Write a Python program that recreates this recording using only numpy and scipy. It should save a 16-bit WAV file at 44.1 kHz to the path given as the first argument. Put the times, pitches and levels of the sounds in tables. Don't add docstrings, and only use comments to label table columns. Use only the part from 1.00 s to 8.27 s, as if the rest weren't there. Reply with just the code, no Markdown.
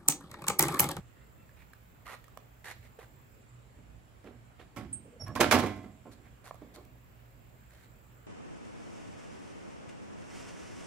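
import sys
import numpy as np
from scipy import signal
from scipy.fft import rfft, irfft, next_fast_len
from scipy.io import wavfile
from scipy.ndimage import uniform_filter1d

SR = 44100
rng = np.random.default_rng(int(sys.argv[2]) if len(sys.argv) > 2 else 0)


def bounce(signal):
    frames = np.transpose(np.atleast_2d(signal))
    limited = np.clip(frames, -1, 1)
    pcm = np.round(limited * 32767).astype(np.int16)
    wavfile.write(sys.argv[1], SR, pcm)


def decibels_to_gain(level_db):
    exponent = np.asarray(level_db, float) / 20
    return 10 ** exponent


N = 320518


def read(points, hz):
    f, value = np.transpose(points)
    return np.interp(np.log(hz + 1), np.log(f + 1), value)


def evened(x):
    return x / np.sqrt(np.mean(x ** 2) + 1e-20)


def add(mix, start_s, sound):
    part = mix[:, round(start_s * SR):][:, :sound.shape[-1]]
    part += sound[..., :part.shape[1]]


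def colour(x, points):
    n = next_fast_len(x.shape[-1])
    gain = decibels_to_gain(read(points, np.fft.rfftfreq(n, 1 / SR)))
    return irfft(rfft(x, n) * gain, n)[..., :x.shape[-1]]


def resonate(x, hz, width_hz):
    turn = np.exp(2j * np.pi * np.cumsum(hz * np.ones(x.shape[-1])) / SR)
    r = np.exp(-np.pi * width_hz / SR)
    return 2 * (turn * signal.lfilter([1 - r], [1, -r], x / turn)).real


def ports(hz, db, t60_s, length_s, scatter=0.16):
    t = np.arange(round(length_s * SR)) / SR
    start, shift = rng.standard_normal((2, len(hz), 1))
    shift = hz[:, None] / 1000 * (scatter * shift - .29)
    size = decibels_to_gain(db[:, None] - 60 * t / t60_s[:, None])
    turn = 2 * np.pi * hz[:, None] * t + 3 * start
    return np.array([decibels_to_gain(-5.5) * size * np.sin(turn + shift), size * np.sin(turn)]) * 2.53


# (time [s], drum level [dB], hardness [dB], boom [dB rel. drum])
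HOOD_KNOCKS = [(2.771, -52.5, -20, 0), (3.241, -38.5, -17, -10), (3.261, -39.5, -21, -10.5),
               (3.595, -47, -6, -17), (3.761, -41, -2.5, 8), (3.769, -37, -2.5, 3.5), (3.819, -53, -6, 18),
               (3.929, -56, -10, 5), (4.199, -46.5, -9.5, -1.5), (4.283, -41, -16, 6),
               (4.352, -33.5, 2.5, 4.5), (4.399, -24, -7, -8.5), (4.403, -16.2, 1.5, -7.5),
               (4.419, -20.5, -8, -12), (4.434, -23, -10, -12), (4.511, -18.5, 5, -14.5),
               (4.523, -15, -1.5, -9), (4.544, -14, -9, -13.5), (4.587, -22.5, -2.5, -18.5),
               (4.627, -18.5, -15.5, -20), (4.66, -33, -3.5, -9.5), (4.759, -37.5, -10, -8.5),
               (4.829, -41, -11, -2.5), (5.05, -39, -30, -4), (5.179, -54, -19, -2.5), (5.248, -60, -4, 7),
               (5.613, -38.5, -23, -10.5), (5.763, -40.5, -22, -8.5)]
# (frequency [Hz], level [dB], t60 [s])
PANEL_MODES = [(241.5, -2.5, 1.1), (290.2, -5, 0.28), (345, -9, .6), (593, -13, .6), (743, -7, 0.45),
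               (838, -15, .6), (1052.4, -9, 0.5), (1147, -12, 0.6), (1350, -12, 0.44), (1483, -11, 0.25),
               (1634, -11, 0.2), (2046, -9, 0.25), (2190, -8, 0.3), (2335, -14, 0.28)]
# (frequency [Hz], level [dB per Hz])
SHELL_SPECTRUM = [(30, -40), (55, -11), (92, -2), (150, -7.5), (250, 2), (400, -3), (700, -6),
                  (1000, -11.5), (1600, -13.5), (2200, -17.5), (4000, -25), (12900, -32.5), (16000, -39)]
# (centre [Hz], factor on ring time [1], rise [s], left-right likeness [1])
SHELL_BANDS = [
    (94.7, 3.3, 0.012, 0.96),
    (427, 1.12, 0.0048, 0.99),
    (1600, 1.38, 0.0016, 0.83),
    (6040, 0.64, 0.00083, 0.22),
]


def hood_shell():
    t = np.arange(18000) / SR
    hz = np.fft.rfftfreq(len(t), 1 / SR)
    centre_hz, ring, rise_s, same = np.transpose(SHELL_BANDS)[..., None, None]
    bands = np.array([read(np.c_[centre_hz.ravel(), row], hz) for row in np.eye(len(SHELL_BANDS))])
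    bands = bands[:, None] ** 0.9
    shell_gain = bands * decibels_to_gain(read(SHELL_SPECTRUM, hz))
    mode_hz, mode_db, mode_t60_s = np.transpose(PANEL_MODES)
    modes = ports(mode_hz, mode_db, 1.6 * mode_t60_s, len(t) / SR, scatter=0.089)
    fade_out = np.minimum((t[-1] - t) / .05, 1)
    mix, blows = np.zeros((2, N)), np.zeros((1, N))
    for s, drum_db, clang_db, boom_db in HOOD_KNOCKS:
        crack_db = 0.6 + 1.25 * clang_db
        t60_s = .18 - .0015 * (drum_db + 15) - .002 * clang_db
        own, right = rng.standard_normal((2, 1, 1, len(t)))
        left = same * np.roll(right, 2, -1) + np.sqrt(1 - np.minimum(same, 1) ** 2) * own
        dense = np.concatenate([decibels_to_gain(-6.5) * left, right + 0 * left], 1)
        dense = irfft(rfft(dense) * shell_gain, len(t))
        struck = np.einsum("m,cmt->ct", rng.standard_normal(len(PANEL_MODES)), modes)
        lines = irfft(rfft(struck) * bands, len(t))
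        parts = dense / dense.std((1, 2), keepdims=True) + 0.27 * lines / lines[1].std()
        rattle = decibels_to_gain(3.2 * evened(uniform_filter1d(rng.standard_normal(len(t)), 200)))
        level_db = drum_db + np.array([boom_db, 0, clang_db, crack_db])[:, None, None]
        decay = decibels_to_gain(level_db - 11.3 - 60 * t / (t60_s * ring))
        softness_db = max(-clang_db, 0)
        rise = np.minimum(t / rise_s / (1 + .09 * softness_db), 1)
        shape = decay * rise * rattle ** (centre_hz > 300)
        add(mix, s, (parts * shape).sum(0) * fade_out)
        if drum_db > -30:
            add(blows, s, decibels_to_gain(drum_db) * own[0, :, :300] / np.sqrt(300))
    return mix, blows


# (frequency [Hz], level [dB], t60 [s])
FREE_MODES = [(96, -10, 0.69), (243, -11, 0.55), (293.9, -8, 0.47), (641, -23, .8), (723, -24, .7),
              (892, -20.5, .4), (1050, -17.5, .45), (1420, -23.5, 0.36), (205, -17, 0.8), (2013, -26, .6),
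              (1545, -27, .6), (2400, -30, .5), (2930, -27, .5), (3320, -42, 0.6)]


def free_panels(blows):
    hz, db, t60_s = np.transpose(FREE_MODES)
    ring = ports(hz, db, np.minimum(t60_s, .9), 1.0).sum(1)
    ring *= np.minimum(np.arange(SR) / 900, 1)
    return decibels_to_gain(-15) * signal.fftconvolve(blows, ring, axes=1)[:, :N]


def hood():
    shell, blows = hood_shell()
    return shell + free_panels(blows)


# (start [s], end [s], frequency
# [Hz], width [Hz], level [dB])
LATCH_CREAKS = [(4.195, 4.265, 5530, 40, -48), (4.197, 4.26, 11080, 110, -63),
                (4.038, 4.105, 480, 90, -61.5), (4.115, 4.19, 482, 67, -61),
                (4.189, 4.252, 662, 90.4, -59.5), (4.19, 4.335, 91, 30, -46),
                (4.262, 4.335, 1100, 140, -54), (5.05, 5.09, 560, 200, -56),
                (4.257, 4.315, 1690, 60, -58.5), (4.252, 4.35, 658, 110, -57),
                (4.353, 4.388, 1032, 200, -39.5), (4.353, 4.386, 1632, 200, -44),
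                (4.392, 4.407, 440, 330, -31)]


def latch():
    mix = np.zeros((2, N))
    for (s, end_s, hz, width_hz, db), slips in zip(LATCH_CREAKS, rng.standard_normal((len(LATCH_CREAKS), 8000))):
        groan = evened(resonate(resonate(slips, hz, width_hz), hz, 3 * width_hz))
        groan = groan[1000:1000 + round((end_s - s) * SR)]
        swell = signal.windows.tukey(len(groan), .5)
        add(mix, s, decibels_to_gain(db) * groan * swell * decibels_to_gain([[-3.0], [2.5]]))
    return mix


# (time [s], modes as (frequency [Hz], level [dB], t60 [s]))
SPRING_PINGS = [
    (3.763, [(9030, -62, .1), (11800, -63, 0.13), (3340, -67, 0.23), (1100, -51, .22), (1350, -53, .1), (2200, -55, .12), (14600, -69, .08)]),
    (3.928, [(8460, -34.5, 0.11), (8670, -52, 0.15), (8700, -54, .1)]),
    (4.252, [(5520, -61, .24), (5590, -69, .15)]),
]


def springs():
    mix = np.zeros((2, N))
    for s, modes in SPRING_PINGS:
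        ring = ports(*np.transpose(modes), 0.417, scatter=0.064).sum(1)
        add(mix, s, ring * np.minimum(np.arange(ring.shape[1]) / 130, 1))
    return mix


# (frequency [Hz], level [dB per Hz])
GRIT_SPECTRUM = [(180, -45), (300, -13), (392, -11), (555, -4), (667, -5), (1560, -10.5), (4300, -9),
                 (4830, -17), (12900, -21.5), (16000, -43.5)]
# (start [s], length [s], level [dB], hiss [dB rel.], sole resonance [Hz])
SOLE_DRAGS = [
    (.15, .09, -72, -18, 1600),
    (.565, .065, -66, -6, 2300),
    (1.053, .098, -50.5, -6, 1250),
    (1.641, .082, -48, -4, 1750),
    (1.825, .045, -65, -3, 2080),
    (5.235, .05, -70, -18, 1600),
    (6.7, .16, -69.5, -1.5, 1620),
]
# (attack [s], swell [dB], release t60 [s], share of sole resonance [1])
DRAG_SHAPE = (.005, 3., .045, 1.5)
# (start [s], length [s], level [dB], hiss [dB rel.], resonance [Hz])
QUICK_BRUSHES = [
    (0.0, .012, -58, -6, 1400),
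    (1.985, .06, -58, -6, 1500),
    (3.255, .03, -60, -15, 1650),
    (3.586, .04, -59.5, -18, 1350),
    (4.256, .04, -59, -6, 1140),
    (5.438, .058, -56.5, -1.5, 1500),
    (5.112, .022, -59, 2.5, 1620),
    (5.738, .024, -58, 2.5, 1700),
]
# (attack [s], swell [dB], release t60 [s], share of sole resonance [1])
BRUSH_SHAPE = (.009, -5., .05, .35)


def scuffs():
    mix = np.zeros((2, N))
    t = np.arange(9000) / SR
    low_pass = signal.butter(2, 3200, fs=SR, output="sos")
    high_pass = signal.butter(2, 3800, "high", fs=SR, output="sos")
    for rows, (attack_s, swell_db, release_s, share) in ((SOLE_DRAGS, DRAG_SHAPE), (QUICK_BRUSHES, BRUSH_SHAPE)):
        for (s, length_s, level_db, hiss_db, hz), noise in zip(rows, rng.standard_normal((len(rows), 3, 9000))):
            press_db = swell_db * (np.minimum(t / length_s, 1) - .5)
            press_db -= 60 * np.maximum(t - length_s, 0) / release_s
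            grains = noise[:2] * decibels_to_gain(2.15 * rng.exponential(1, len(t)))
            grains *= decibels_to_gain(2.8 * evened(uniform_filter1d(noise[2], 160, mode="wrap")))
            grit = colour(grains, GRIT_SPECTRUM)
            low = signal.sosfilt(low_pass, grit)
            low = np.array([0.49 * low[1] + .5 * low[0], low[1]])
            body = evened(resonate(low, hz, 300) + .9 * resonate(low, 1880, 200))
            sole = (evened(low) + share * body) / np.sqrt(1 + share ** 2)
            hiss = decibels_to_gain(hiss_db) * evened(signal.sosfilt(high_pass, grit))
            scrape = (sole + hiss) * decibels_to_gain(level_db + press_db)
            add(mix, s, scrape * np.minimum(t / attack_s, 1) * decibels_to_gain([[-1.5], [1.5]]))
    return mix


# (time [s], peak [dB], ring [Hz], snap [dB rel.], t60 [s])
SANDAL_TICKS = [(.493, -51, 1700, -10, 0.0074), (.734, -43.5, 1510, -10, 0.013),
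                (1.242, -49, 1900, -4, .01), (1.281, -51, 1260, -8, 0.014),
                (1.3737, -29.5, 890, -13.5, 0.0047), (1.988, -42, 437, -25, 0.033),
                (4.281, -47, 2300, 1.5, 0.0065), (5.478, -46, 1000, -8, 0.011),
                (5.51, -27.5, 885, -38, 0.008), (5.544, -41, 700, -14, 0.008), (5.555, -48, 1110, -9, .008),
                (5.85, -60, 2500, 3, .01), (6.708, -56, 2060, -5.5, .009), (6.735, -56, 1380, -4, .01),
                (6.81, -60, 1820, -5, .01)]


def slaps():
    mix = np.zeros((2, N))
    t = np.arange(1500) / SR
    for (s, db, hz, snap_db, t60_s), noise in zip(SANDAL_TICKS, rng.standard_normal((len(SANDAL_TICKS), 2, 1500))):
        ring = -np.sin(2 * np.pi * hz * t) - 0.1 * np.sin(2 * np.pi * hz * 1.98 * t)
        ring = ring * np.minimum(t * hz / .33, 1) + decibels_to_gain(snap_db) * noise
        ring = ring * decibels_to_gain(db - 60 * t / t60_s)
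        ring[:, 76:] += 0.87 * ring[:, :-76]
        add(mix, s, ring * decibels_to_gain([[-3], [3]]))
    return mix


# (time [s], peak [dB], frequency [Hz])
HEEL_THUMPS = [
    (0.009, -45, 70.0),
    (1.797, -46.5, 91.5),
    (2.175, -51, 125),
    (2.776, -48, 79),
]


def heels():
    mix = np.zeros((2, N))
    t = np.arange(2500) / SR
    swell = t / 0.0072 * np.exp(1 - t / 0.0059)
    for s, db, hz in HEEL_THUMPS:
        thump = decibels_to_gain(db) * np.sin(2 * np.pi * hz * t) * swell
        add(mix, max(s - .006, 0), thump * decibels_to_gain([[-2.5], [2.0]]))
    return mix


def yard(x):
    t = np.arange(12000) / SR
    taps = rng.choice([-1., 1.], (2, len(t))) * (rng.random((2, len(t))) < .045)
    taps = taps * decibels_to_gain(-60 * t / 0.4) * (t > .006)
    taps = colour(taps, [(100, -16.5), (400, -5.5), (1500, -3.5), (4000, 1.5), (16000, -11)])
    return decibels_to_gain(-12) * signal.fftconvolve(x, taps / np.linalg.norm(taps[0]), axes=1)[:, :N]


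# (start [s], fade-in [s], end [s], level [dB])
KATYDID_BOUTS = [
    (-.1, .45, 2.43, -73.5),
    (4.7, 1.2, 7.4, -74.5),
]
# (frequency [Hz], level [dB])
KATYDID_SPECTRUM = [(10000, -29.5), (12000, -10.5), (14000, 0), (15300, -1), (16200, -10)]


def katydid():
    t = np.arange(N) / SR
    beat = 37.1 * t + .15 * np.sin(2 * np.pi * .4 * t)
    pulses = .3 + np.exp(-(beat % 1) / .35) + .15 * np.exp(-((beat + .5) % 1) / 0.17)
    bouts = 0
    for s, rise_s, end_s, db in KATYDID_BOUTS:
        bouts = bouts + decibels_to_gain(db) * np.clip(np.minimum((t - s) / rise_s, (end_s - t) / .05), 0, 1)
    rasp = evened(colour(rng.standard_normal((2, N)) * pulses, KATYDID_SPECTRUM))
    return rasp * bouts * decibels_to_gain([[1.2], [-1.2]])


def crickets():
    t = np.arange(N) / SR
    flutter = decibels_to_gain(2.1 * evened(uniform_filter1d(rng.standard_normal(N), 600)))
    band = resonate(resonate(rng.standard_normal((2, N)), 7400, 850), 7400, 850)
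    level_db = -79 + 2.4 * np.cos(2 * np.pi * t / 2.4)
    return evened(band * flutter) * decibels_to_gain(level_db) * decibels_to_gain([[-2.0], [2.0]])


# (start [s], length [s], pitch [Hz], level [dB], third partial [dB rel.])
FAR_SQUEAKS = [
    (.15, .17, 685, -79, 4),
    (.36, .1, 678, -71.5, -12),
]


def far_squeal():
    t = np.arange(N) / SR
    squeal = 0
    for s, length_s, hz, db, third_db in FAR_SQUEAKS:
        arch = np.sin(np.pi * np.clip((t - s) / length_s, 0, 1))
        glide_hz = hz * (1 - .05 * np.exp(-np.maximum(t - s, 0) / .025))
        turn = 2 * np.pi * np.cumsum(glide_hz) / SR
        partials = np.sin(2 * turn) + decibels_to_gain(third_db) * np.sin(3 * turn) + np.sin(4 * turn)
        squeal = squeal + decibels_to_gain(db) * arch * partials
    return squeal


# (frequency [Hz], width [Hz], level [dB])
HUM_LINES = [
    (58, 5.6, -65.5),
    (118.7, 3.7, -64.5),
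    (176, 4.9, -75.5),
]


def air_conditioner():
    hum = sum(decibels_to_gain(db) * evened(resonate(rng.standard_normal(N), hz, width_hz)) for hz, width_hz, db in HUM_LINES)
    return hum * decibels_to_gain([[-2.5], [2.0]])


# (frequency [Hz], level [dB per Hz])
FAR_SPECTRUM = [(15, -54.5), (25, -22), (59, -10), (87, -14.5), (120, -4), (149, -21.5), (229, -16.5),
                (330, -22), (560, -22.5), (1370, -27.5), (2500, -31.5), (3700, -39), (6050, -44),
                (7110, -42), (10100, -44), (16000, -42.5)]
# (frequency [Hz], left-right likeness [1])
FAR_LIKENESS = [(60, 0.059), (240, 0.51), (950, -0.28), (3770, 0.2), (15000, -0.47)]
# (frequency [Hz], left-right difference [dB])
FAR_LEAN = [(60, -7), (180, -0.5), (550, -0.5), (1650, -3), (4970, -3.5), (15000, -1.5)]


def traffic():
    frames, hz = N // 512 + 5, np.fft.rfftfreq(2048, 1 / SR)
    a, b, c, d, patches = rng.standard_normal((frames, 1025, 5)).T
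    patches = evened(uniform_filter1d(uniform_filter1d(patches, 16, 0), 8, 1))
    same = np.clip(read(FAR_LIKENESS, hz), -1, 1)[:, None]
    left = a + 1j * b
    right = same * left + np.sqrt(1 - same ** 2) * (c + 1j * d)
    lean_db = np.outer([.5, -.5], read(FAR_LEAN, hz))[..., None]
    z = np.array([left, right]) * decibels_to_gain(read(FAR_SPECTRUM, hz)[:, None] + 1.4 * patches + lean_db)
    return decibels_to_gain(-60) * evened(signal.istft(z, nperseg=2048, noverlap=1536)[1][:, :N])


def scene():
    near = hood() + latch() + springs() + scuffs() + slaps() + heels()
    return near + yard(near) + katydid() + crickets() + far_squeal() + air_conditioner() + traffic()


def band_limit(x):
    return signal.sosfilt(signal.butter(12, 16850, fs=SR, output="sos"), x)


def record(dry):
    limited = 0.66 * np.tanh(dry / 0.64)
    edged = colour(limited, [(20, -16), (40, 1.5), (15750, 0.5), (15950, -22), (20000, -32)])
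    return band_limit(edged)


dry = scene()
out = record(dry)
bounce(out)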